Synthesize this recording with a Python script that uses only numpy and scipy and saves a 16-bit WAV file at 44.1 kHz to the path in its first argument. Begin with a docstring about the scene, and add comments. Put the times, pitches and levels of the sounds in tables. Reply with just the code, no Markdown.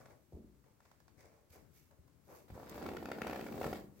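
"""A socked foot is dragged out of a sneaker while the other shoe pins its heel. The sock sticks and slips
on the padded lining: each slip is a hollow knock in the shoe with a short crackling creak, over a grainy
rub. Leading up to it, the sneaker is set down on a tiled floor, soles scuff and tick, and trouser legs
swish. It all plays in a small hard room, over a low rumble."""
import sys
import numpy as np
from scipy import signal
from scipy.fft import rfft, irfft
from scipy.io import wavfile

SR = 44100
rng = np.random.default_rng(int(sys.argv[2]) if len(sys.argv) > 2 else 0)


def wrap_up_sound(samples):
    """Save the sound to the file named by the first command line argument, as 16-bit audio."""
    columns = np.atleast_2d(samples).T
    # keep every value between -1 and 1, then stretch to whole-number steps
    tamed = np.clip(columns, -1, 1)
    steps = np.round(tamed * 32767).astype(np.int16)
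    wavfile.write(sys.argv[1], SR, steps)


N = 176400
TIME = np.arange(N) / SR

# Cue levels are set ahead of each layer's trim and tone shaping.
# heel slips in the shoe: start_s, knock_db, creak_db
SLIPS = [(2.5, -47, -63), (2.576, -36, -68.5), (2.597, -39.5, -67), (2.629, -37.5, -62),
         (2.777, -34.5, -56.5), (2.813, -35, -74), (2.822, -44, -54), (2.86, -31.5, -49.5),
         (2.886, -33.5, -50), (2.914, -36, -55), (2.933, -33, -56), (2.947, -33, -61), (2.965, -60, -45.5),
         (3.025, -32, -57.5), (3.054, -34.5, -47), (3.085, -32, -53.5), (3.1, -36, -59), (3.114, -30, -42),
         (3.183, -32.5, -56), (3.215, -37, -43), (3.246, -30.5, -57), (3.266, -29, -42),
         (3.276, -32, -46.5), (3.295, -31, -47), (3.308, -51, -49), (3.328, -28.5, -46),
         (3.343, -35, -54.5), (3.357, -31, -47.5), (3.392, -36.5, -54.5), (3.408, -42.5, -49),
         (3.438, -62, -58), (3.463, -35, -50.5), (3.483, -47, -56.5), (3.521, -38, -53), (3.541, -35, -62),
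         (3.576, -43, -55), (3.612, -25, -47.5), (3.628, -43, -48), (3.641, -25.5, -46),
         (3.663, -32, -47.5), (3.727, -25, -44), (3.753, -52, -55)]
KNOCK_HZ, KNOCK_PEAK_S, KNOCK_TRIM_DB = 554, 0.002377, -2.5
CREAK_LAG_S, CREAK_RISE_S, CREAK_FALL_S, CREAK_TRIM_DB = 0.0005, 0.0034, 0.0028, 4
# hollow body of the shoe: pitch_hz, level_db, t60_s
SHOE_MODES = [(233, -32, 0.23), (293, -22.5, 0.21), (360, -22, 0.2), (460, -29, 0.14), (745, -31, 0.057),
              (1331, -8, 0.052)]
# stiff back of the shoe: pitch_hz, level_db, t60_s
HEEL_CUP_MODES = [(743, -4.5, 0.022), (1440, -5.5, 0.017), (1800, 0.5, 0.0087), (2250, 2.5, 0.0052),
                  (2600, -18, 0.0038), (4360, -10, 0.0037)]
# successive catches in one squeak: level_db
CATCH_DB = [-6.5, -3, -1.5, -11, -10.5, -8.5]
CATCH_LAG_S, CATCH_GAP_S, SQUEAK_TRIM_DB = 0.003, 0.0011, 2
# sock dragging on the lining: time_s, rub_db, rasp_db, hiss_db
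DRAG_LEVELS = [(2.48, -69.5, -70.5, -78.5), (2.568, -67, -81, -73), (2.686, -61, -67, -71),
               (2.752, -51, -62.5, -66), (2.86, -46.5, -60.5, -67), (2.952, -51.5, -70, -70.5),
               (3.12, -53, -69, -72.5), (3.24, -49.5, -61.5, -67), (3.514, -48, -69.5, -68),
               (3.598, -43.5, -61, -64), (3.656, -45, -63, -60), (3.778, -63, -64, -67),
               (3.86, -79, -88, -82)]
RASP_TRIM_DB, HISS_TRIM_DB, STICK_S, STICK_DIP_DB = 3, 6, 0.01, -2
# tone of the sock's creak, rub, rasp and hiss: freq_hz, gain_db
CREAK_EQ = [(150, -5), (500, 4.5), (900, 4), (1150, -3), (1450, 2.5), (1750, -1), (2400, -3), (2900, -6.5),
            (3600, -12), (5000, -14.5), (7500, -21), (9800, -23.5), (12500, -14.5), (16000, -15)]
RUB_EQ = [(30, -44), (60, -6.5), (120, -8.5), (220, 1), (400, -2), (600, -5), (820, -11), (1150, -23.5),
          (2500, -47)]
RASP_EQ = [(400, -39), (900, 3.5), (1170, 0.5), (1420, -2), (1650, 1), (2400, -7), (3500, -14.5),
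           (5200, -14), (7000, -62)]
HISS_EQ = [(1500, -23), (4000, 6), (6000, 1), (7500, 4.5), (9800, -1.5), (12500, 9), (16000, 10.5)]

# weight landing on a rubber sole: start_s, level_db, pitch_hz
STEPS = [(.323, -47, 410), (0.334, -47.5, 131), (0.34, -47.5, 60.3), (.349, -47, 295), (0.371, -45, 330),
         (0.406, -60, 244), (0.444, -55, 208), (1.503, -58.5, 86), (1.988, -56, 85.5), (2.501, -48.5, 135),
         (2.517, -45, 79.5), (2.534, -47, 170), (2.551, -48.5, 129), (2.886, -45.5, 93), (3.615, -50, 95),
         (3.66, -37.5, 125), (3.711, -38, 160)]
# tiles booming under the heel: start_s, rise_s, fall_s, level_db
BOOMS = [(.32, 0.0067, 0.044, -54)]
# soles scuffing the tiles: start_s, rise_s, fall_s, scuff_db, grit_db
SCUFFS = [(-.02, 0.024, 0.029, -57.5, -69.5), (0.048, 0.004, 0.041, -60.5, -90),
          (0.084, 0.022, 0.021, -58, -69.5), (0.636, 0.024, 0.073, -71, -82.5),
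          (.79, 0.06, 0.15, -80.5, -78), (1.169, 0.034, 0.03, -66, -67), (1.211, 0.047, 0.028, -64, -70.5),
          (1.3, 0.024, 0.091, -69, -77.5), (1.505, 0.027, 0.06, -66.5, -69),
          (1.544, .025, 0.013, -59.5, -85), (1.906, .002, 0.036, -69, -94), (2.263, 0.072, 0.037, -56, -85),
          (2.528, 0.02, 0.24, -57, -72)]
# tread and laces ticking: start_s, body_db, top_db
TICKS = [(0.057, -46, -78), (0.639, -58.5, -88), (0.803, -52, -80), (0.853, -50, -82), (0.913, -50.5, -75),
         (1.001, -52, -73), (1.08, -49.5, -77), (1.91, -53.5, -81), (2.077, -56.5, -74)]
TICK_RISE_S, TICK_FALL_S, TICK_TRIM_DB, TOP_TRIM_DB = 0.0011, 0.0045, -9.5, 5
# thin bright clicks: start_s, rise_s, fall_s, level_db
CLICKS = [(.321, 0.0011, .01, -78), (2.695, 0.0011, 0.0039, -45)]
# trouser swishes: start_s, rise_s, fall_s, level_db
SWISHES = [(-.02, 0.042, 0.21, -75.5), (1.495, 0.0064, .02, -66), (1.51, 0.025, .03, -63.5),
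           (1.7, 0.068, 0.078, -67.5), (2.22, 0.15, 0.052, -64.5), (3.93, 0.084, 0.017, -67)]
# tone of the footwork and cloth: freq_hz, gain_db
BOOM_EQ = [(40, -8), (80, -4), (160, 5), (280, 0.5), (480, -4.5), (700, -6.5), (950, -18), (1500, -39.5)]
SCUFF_EQ = [(60, -18), (250, -10.5), (400, 1), (480, 2), (580, 4.5), (700, -1.5), (880, -3), (1200, -8),
            (1450, -11.5), (2000, -15.5), (3200, -36), (16000, -41)]
GRIT_EQ = [(800, -21), (1600, -2), (2150, 2), (3100, -15.5), (5000, -8), (7000, -9.5), (9800, -14.5),
           (16000, -11.5)]
TICK_EQ = [(150, -12.5), (380, -8.5), (600, 5), (1000, 1), (1700, -1.5), (3000, -15.5), (7000, -16),
           (16000, -44)]
SWISH_EQ = [(300, -6), (1000, -8.5), (2200, 5.5), (3200, -3.5), (6500, 0.5), (9800, -4.5), (12500, 7),
            (16000, 2)]

# reverb decay: freq_hz, t60_s
ROOM_T60 = [(60, 0.72), (250, 0.59), (700, 0.44), (2000, 0.33), (5000, 0.2), (16000, 0.75)]
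WALL_DELAY_S, EARLY_FALL_S, EARLY_DB = 0.011, 0.0067, -12.5
# tone of the reverb tail: freq_hz, gain_db
TAIL_EQ = [(30, -19), (55, 1), (78, -3.5), (112, -11), (150, -3), (270, 0.5), (600, -3), (1150, -5.5),
           (1450, -7.5), (3000, -2), (16000, -10.5)]
# standing waves of the room: pitch_hz, level_db, t60_s
ROOM_MODES = [(79.1, 2, 0.31), (148.9, 2.5, 0.49), (164, -10, 1), (201, 8, 1), (334, -10.5, 0.63),
              (431, -1.5, 0.41), (507, -16, 0.51), (586, 0.5, 0.7), (655, -9, .35), (974, -3, 0.48),
              (1110, 3, 0.44), (1370, -10, 0.22)]
# swell of the low rumble: time_s, level_db
RUMBLE_LEVELS = [(0, -60.5), (.27, -70), (.45, -65), (.95, -71), (1.2, -62.5), (1.46, -72), (1.62, -60),
                 (1.88, -68), (2.02, -65), (2.22, -65), (2.55, -61), (4, -59)]
# colour of the rumble and room tone: freq_hz, gain_db
RUMBLE_EQ = [(20, -28.5), (45, -8), (75, 2), (110, -1), (147, -1), (175, -6.5), (300, -7), (600, -20),
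             (1200, -26.5), (3000, -40)]
ROOM_TONE_EQ = [(20, 4), (80, 13), (250, 6), (600, -1.5), (1300, -3), (3500, -11), (10000, -12.5),
                (16000, -6)]
RUMBLE_RIGHT_DB, ROOM_TONE_DB = -20.5, -74.5
# stereo width, side against mid: freq_hz, side_db
STEREO_WIDTH = [(60, -11), (200, -19), (400, -13), (700, -2), (1300, -2.5), (2400, -2.5), (4400, -0.5),
                (9000, 1.5)]
# tone of each microphone: freq_hz, gain_db
LEFT_MIC_EQ = [(22, -1), (55, 0.5), (2400, 0), (4400, -0.5), (8000, 2), (13000, -5), (16000, -10.5)]
RIGHT_MIC_EQ = [(22, -10.5), (55, 1.5), (2400, -1), (4400, 2.5), (8000, 2.5), (13000, 0.5), (16000, 1.5)]
CUTOFF_HZ = 15900


def heel_slips():
    """Each slip knocks the shoe and sets off a squeak and a crackle of fibres."""
    pitches = KNOCK_HZ * np.exp(0.12 * rng.standard_normal(len(SLIPS)))
    knocks = sum(from_db(db + KNOCK_TRIM_DB) * thump(s + KNOCK_PEAK_S, hz)
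                 for (s, db, _), hz in zip(SLIPS, pitches))
    creaks = strokes([(s + CREAK_LAG_S, CREAK_RISE_S, CREAK_FALL_S, db + CREAK_TRIM_DB)
                      for s, _, db in SLIPS])
    return (shoe_hollow(knocks) + squeaks()
            + friction(creaks, CREAK_EQ, per_s=4000, spread_db=3.2, grain_s=0.00057))


def shoe_hollow(knocks):
    """The cavity and walls of the shoe ring on after a knock."""
    out = knocks
    for hz, db, t60 in SHOE_MODES:
        _, angle, poles = resonance(hz, t60)
        out = out + from_db(db) * signal.lfilter([angle, -angle], poles, knocks + 1e-18) / 2
    return out


def squeaks():
    """A quick, uneven run of catches rings the heel cup after each slip."""
    catches = np.zeros(N)
    for s, _, db in SLIPS:
        gaps = CATCH_GAP_S * rng.uniform(0.5, 1.5, len(CATCH_DB))
        times = s + CATCH_LAG_S + np.cumsum(gaps) - gaps[0]
        catches[(times * SR).astype(int)] += from_db(db + SQUEAK_TRIM_DB + np.array(CATCH_DB))
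    ringing = np.zeros(N)
    for hz, db, t60 in HEEL_CUP_MODES:
        _, angle, poles = resonance(hz, t60)
        ringing += from_db(db) * signal.lfilter([0, np.sin(angle)], poles, catches + 1e-18)
    return equalise(ringing, [(100, -19), (600, -1)])  # thin out the bass


def sock_drag():
    """The sock rubs, rasps and hisses on the lining; rub and rasp dip as it sticks before each slip."""
    stuck = np.zeros(N)
    for slip_s, _, _ in SLIPS:
        span = slice(int((slip_s - 2 * STICK_S) * SR), int(slip_s * SR))
        grip = np.clip(2 + (TIME[span] - slip_s) / STICK_S, 0, 1)
        stuck[span] = np.maximum(stuck[span], grip)
    dip = from_db(STICK_DIP_DB * stuck)
    times, *levels = np.transpose(DRAG_LEVELS)
    rub, rasp, hiss = (from_db(np.interp(TIME, times, db, left=-120, right=-120)) for db in levels)
    return (friction(rub * dip, RUB_EQ, per_s=500, spread_db=2.5, grain_s=0.0021)
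            + friction(rasp * dip * from_db(RASP_TRIM_DB), RASP_EQ, per_s=700, spread_db=3, grain_s=0.0014)
            + friction(hiss * from_db(HISS_TRIM_DB), HISS_EQ, per_s=4000, spread_db=4.5, grain_s=0.00077))


def footfalls():
    """Rubber soles land with dull thuds that ring the shoe; the tiles boom under the first landing."""
    thuds = sum(from_db(db) * thump(s + 0.682 / hz, hz) for s, db, hz in STEPS)
    boom = friction(strokes(BOOMS), BOOM_EQ, per_s=550, spread_db=2.5, grain_s=0.003)
    return shoe_hollow(thuds) + boom


def sole_scuffs():
    """Soles scrape the tiles: a midrange scuff with grit on top."""
    scuff = strokes([(s, rise, fall, db) for s, rise, fall, db, _ in SCUFFS])
    grit = strokes([(s, rise, fall, db) for s, rise, fall, _, db in SCUFFS])
    return (friction(scuff, SCUFF_EQ, per_s=1200, spread_db=1.5, grain_s=0.0015)
            + friction(grit, GRIT_EQ, per_s=7200, spread_db=5.5, grain_s=0.001))


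def ticks():
    """Tread and laces tick, each with a body and a bright top; two thin clicks are top alone."""
    body = strokes([(s, TICK_RISE_S, TICK_FALL_S, db + TICK_TRIM_DB) for s, db, _ in TICKS])
    top = strokes([(s, TICK_RISE_S, TICK_FALL_S, db + TOP_TRIM_DB) for s, _, db in TICKS] + CLICKS)
    return (friction(body, TICK_EQ, per_s=2200, spread_db=1.5, grain_s=0.0012)
            + friction(top, HISS_EQ, per_s=5000, spread_db=-0.5, grain_s=0.00082))


def trousers():
    """Cloth brushes on cloth in a dense, fine grain."""
    return friction(strokes(SWISHES), SWISH_EQ, per_s=12000, spread_db=6, grain_s=0.00068)


def room_reverb(direct):
    """Near reflections from floor and wall, then a short tail with its own decay in each band."""
    t = TIME[:SR]
    spectrum, tail = rfft(stereo_noise(SR)), 0
    log_hz = np.log(np.arange(spectrum.shape[1]) + 1)
    centres_hz, t60s = np.transpose(ROOM_T60)
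    for band_weights, t60 in zip(np.eye(len(centres_hz)), t60s):
        band = irfft(spectrum * np.interp(log_hz, np.log(centres_hz), band_weights))
        decay = from_db(-60 * t / t60) * (t > WALL_DELAY_S)
        tail = tail + band * decay / np.linalg.norm(decay)
    early_decay = np.exp(-t / EARLY_FALL_S)
    early = from_db(EARLY_DB) * stereo_noise(SR) * early_decay / np.linalg.norm(early_decay)
    return signal.fftconvolve(direct, early + equalise(tail, TAIL_EQ), axes=1)[:, :N]


def standing_waves(direct):
    """Room modes hum on, dead centre."""
    hum, mono = np.zeros(N), direct.mean(axis=0)
    for hz, db, t60 in ROOM_MODES:
        radius, _, poles = resonance(hz, t60)
        hum += from_db(db) * (1 - radius ** 2) / 2 * signal.lfilter([1, 0, -1], poles, mono)
    return hum


def background():
    """A wavering low rumble, mostly on the left, over quiet room tone."""
    swell = from_db(np.interp(TIME, *np.transpose(RUMBLE_LEVELS)))
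    pan = from_db([[0], [RUMBLE_RIGHT_DB]])
    rumble = swell * pan * equalise(stereo_noise(), RUMBLE_EQ, keep_power=True)
    return rumble + from_db(ROOM_TONE_DB) * equalise(stereo_noise(), ROOM_TONE_EQ, keep_power=True)


def friction(envelope, eq, per_s, spread_db, grain_s):
    """Tiny catches of uneven size, each a very short noise burst, under an envelope."""
    sizes = from_db(spread_db * np.minimum(rng.exponential(1, N), 4))
    catches = (rng.random(N) < per_s / SR) * sizes ** 2
    power = signal.lfilter([1], [1, -np.exp(-2 / (grain_s * SR))], catches + 1e-18)
    return equalise(stereo_noise() * envelope * np.sqrt(power / power.mean()), eq, keep_power=True)


def strokes(cues):
    """Envelope of strokes that swell and die away."""
    power = np.zeros(N)
    for start_s, rise_s, fall_s, db in cues:
        span = slice(max(int(start_s * SR), 0), int((start_s + rise_s + 10 * fall_s) * SR))
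        t = TIME[span] - start_s
        shape = np.clip(t / rise_s, 0, 1) * np.exp(-np.maximum(t - rise_s, 0) / fall_s)
        power[span] += (from_db(db) * shape) ** 2
    return np.sqrt(power)


def thump(peak_s, hz):
    """One soft pressure pulse with a swing back on either side."""
    pulse = np.zeros(N)
    span = slice(max(int((peak_s - 2 / hz) * SR), 0), int((peak_s + 2 / hz) * SR))
    phase_squared = (np.pi * hz * (TIME[span] - peak_s)) ** 2
    pulse[span] = (2 * phase_squared - 1) * np.exp(-phase_squared)
    return pulse


def resonance(hz, t60_s):
    """Pole radius, pole angle and feedback coefficients of one ringing mode."""
    radius, angle = from_db(-60 / (t60_s * SR)), 2 * np.pi * hz / SR
    return radius, angle, [1, -2 * radius * np.cos(angle), radius ** 2]


def stereo_noise(size=N):
    """White noise, narrow in the bass and wide in the treble."""
    mid, side = rfft(rng.standard_normal((2, size)))
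    width = curve_gains(STEREO_WIDTH, size)
    return irfft((mid + side * width * np.array([[1], [-1]])) / np.sqrt(1 + width ** 2), size)


def equalise(x, eq, keep_power=False):
    """Minimum-phase EQ; with keep_power, white noise comes out at the same power."""
    size = 2 ** 13
    gain = curve_gains(eq, size)
    if keep_power:
        gain = gain / np.sqrt(np.mean(gain ** 2))
    cepstrum = irfft(np.log(gain))[:size // 2]
    cepstrum[1:] *= 2
    response = irfft(np.exp(rfft(cepstrum, size)))[:size // 2]
    return signal.oaconvolve(x, np.array(response, ndmin=x.ndim), axes=-1)[..., :x.shape[-1]]


def curve_gains(curve, size):
    """Gain at each FFT bin, read off a decibel curve on a log-frequency axis."""
    hz, db = np.transpose(curve)
    bins_hz = np.maximum(np.arange(size // 2 + 1) * SR / size, 1)
    return from_db(np.interp(np.log(bins_hz), np.log(hz), db))


def from_db(db):
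    """Decibels to gain."""
    return 10 ** (np.asarray(db) / 20)


def scene():
    """Sock, shoes and cloth, mixed with the room they excite and its background."""
    direct = heel_slips() + sock_drag() + footfalls() + sole_scuffs() + ticks() + trousers()
    return direct + room_reverb(direct) + standing_waves(direct) + background()


def record(dry):
    """The right microphone is brighter than the left; a steep low-pass cuts the very top."""
    heard = np.array([equalise(dry[0], LEFT_MIC_EQ), equalise(dry[1], RIGHT_MIC_EQ)])
    return signal.sosfilt(signal.ellip(12, 0.1, 80, CUTOFF_HZ, fs=SR, output="sos"), heard)


dry = scene()
out = record(dry)
wrap_up_sound(out)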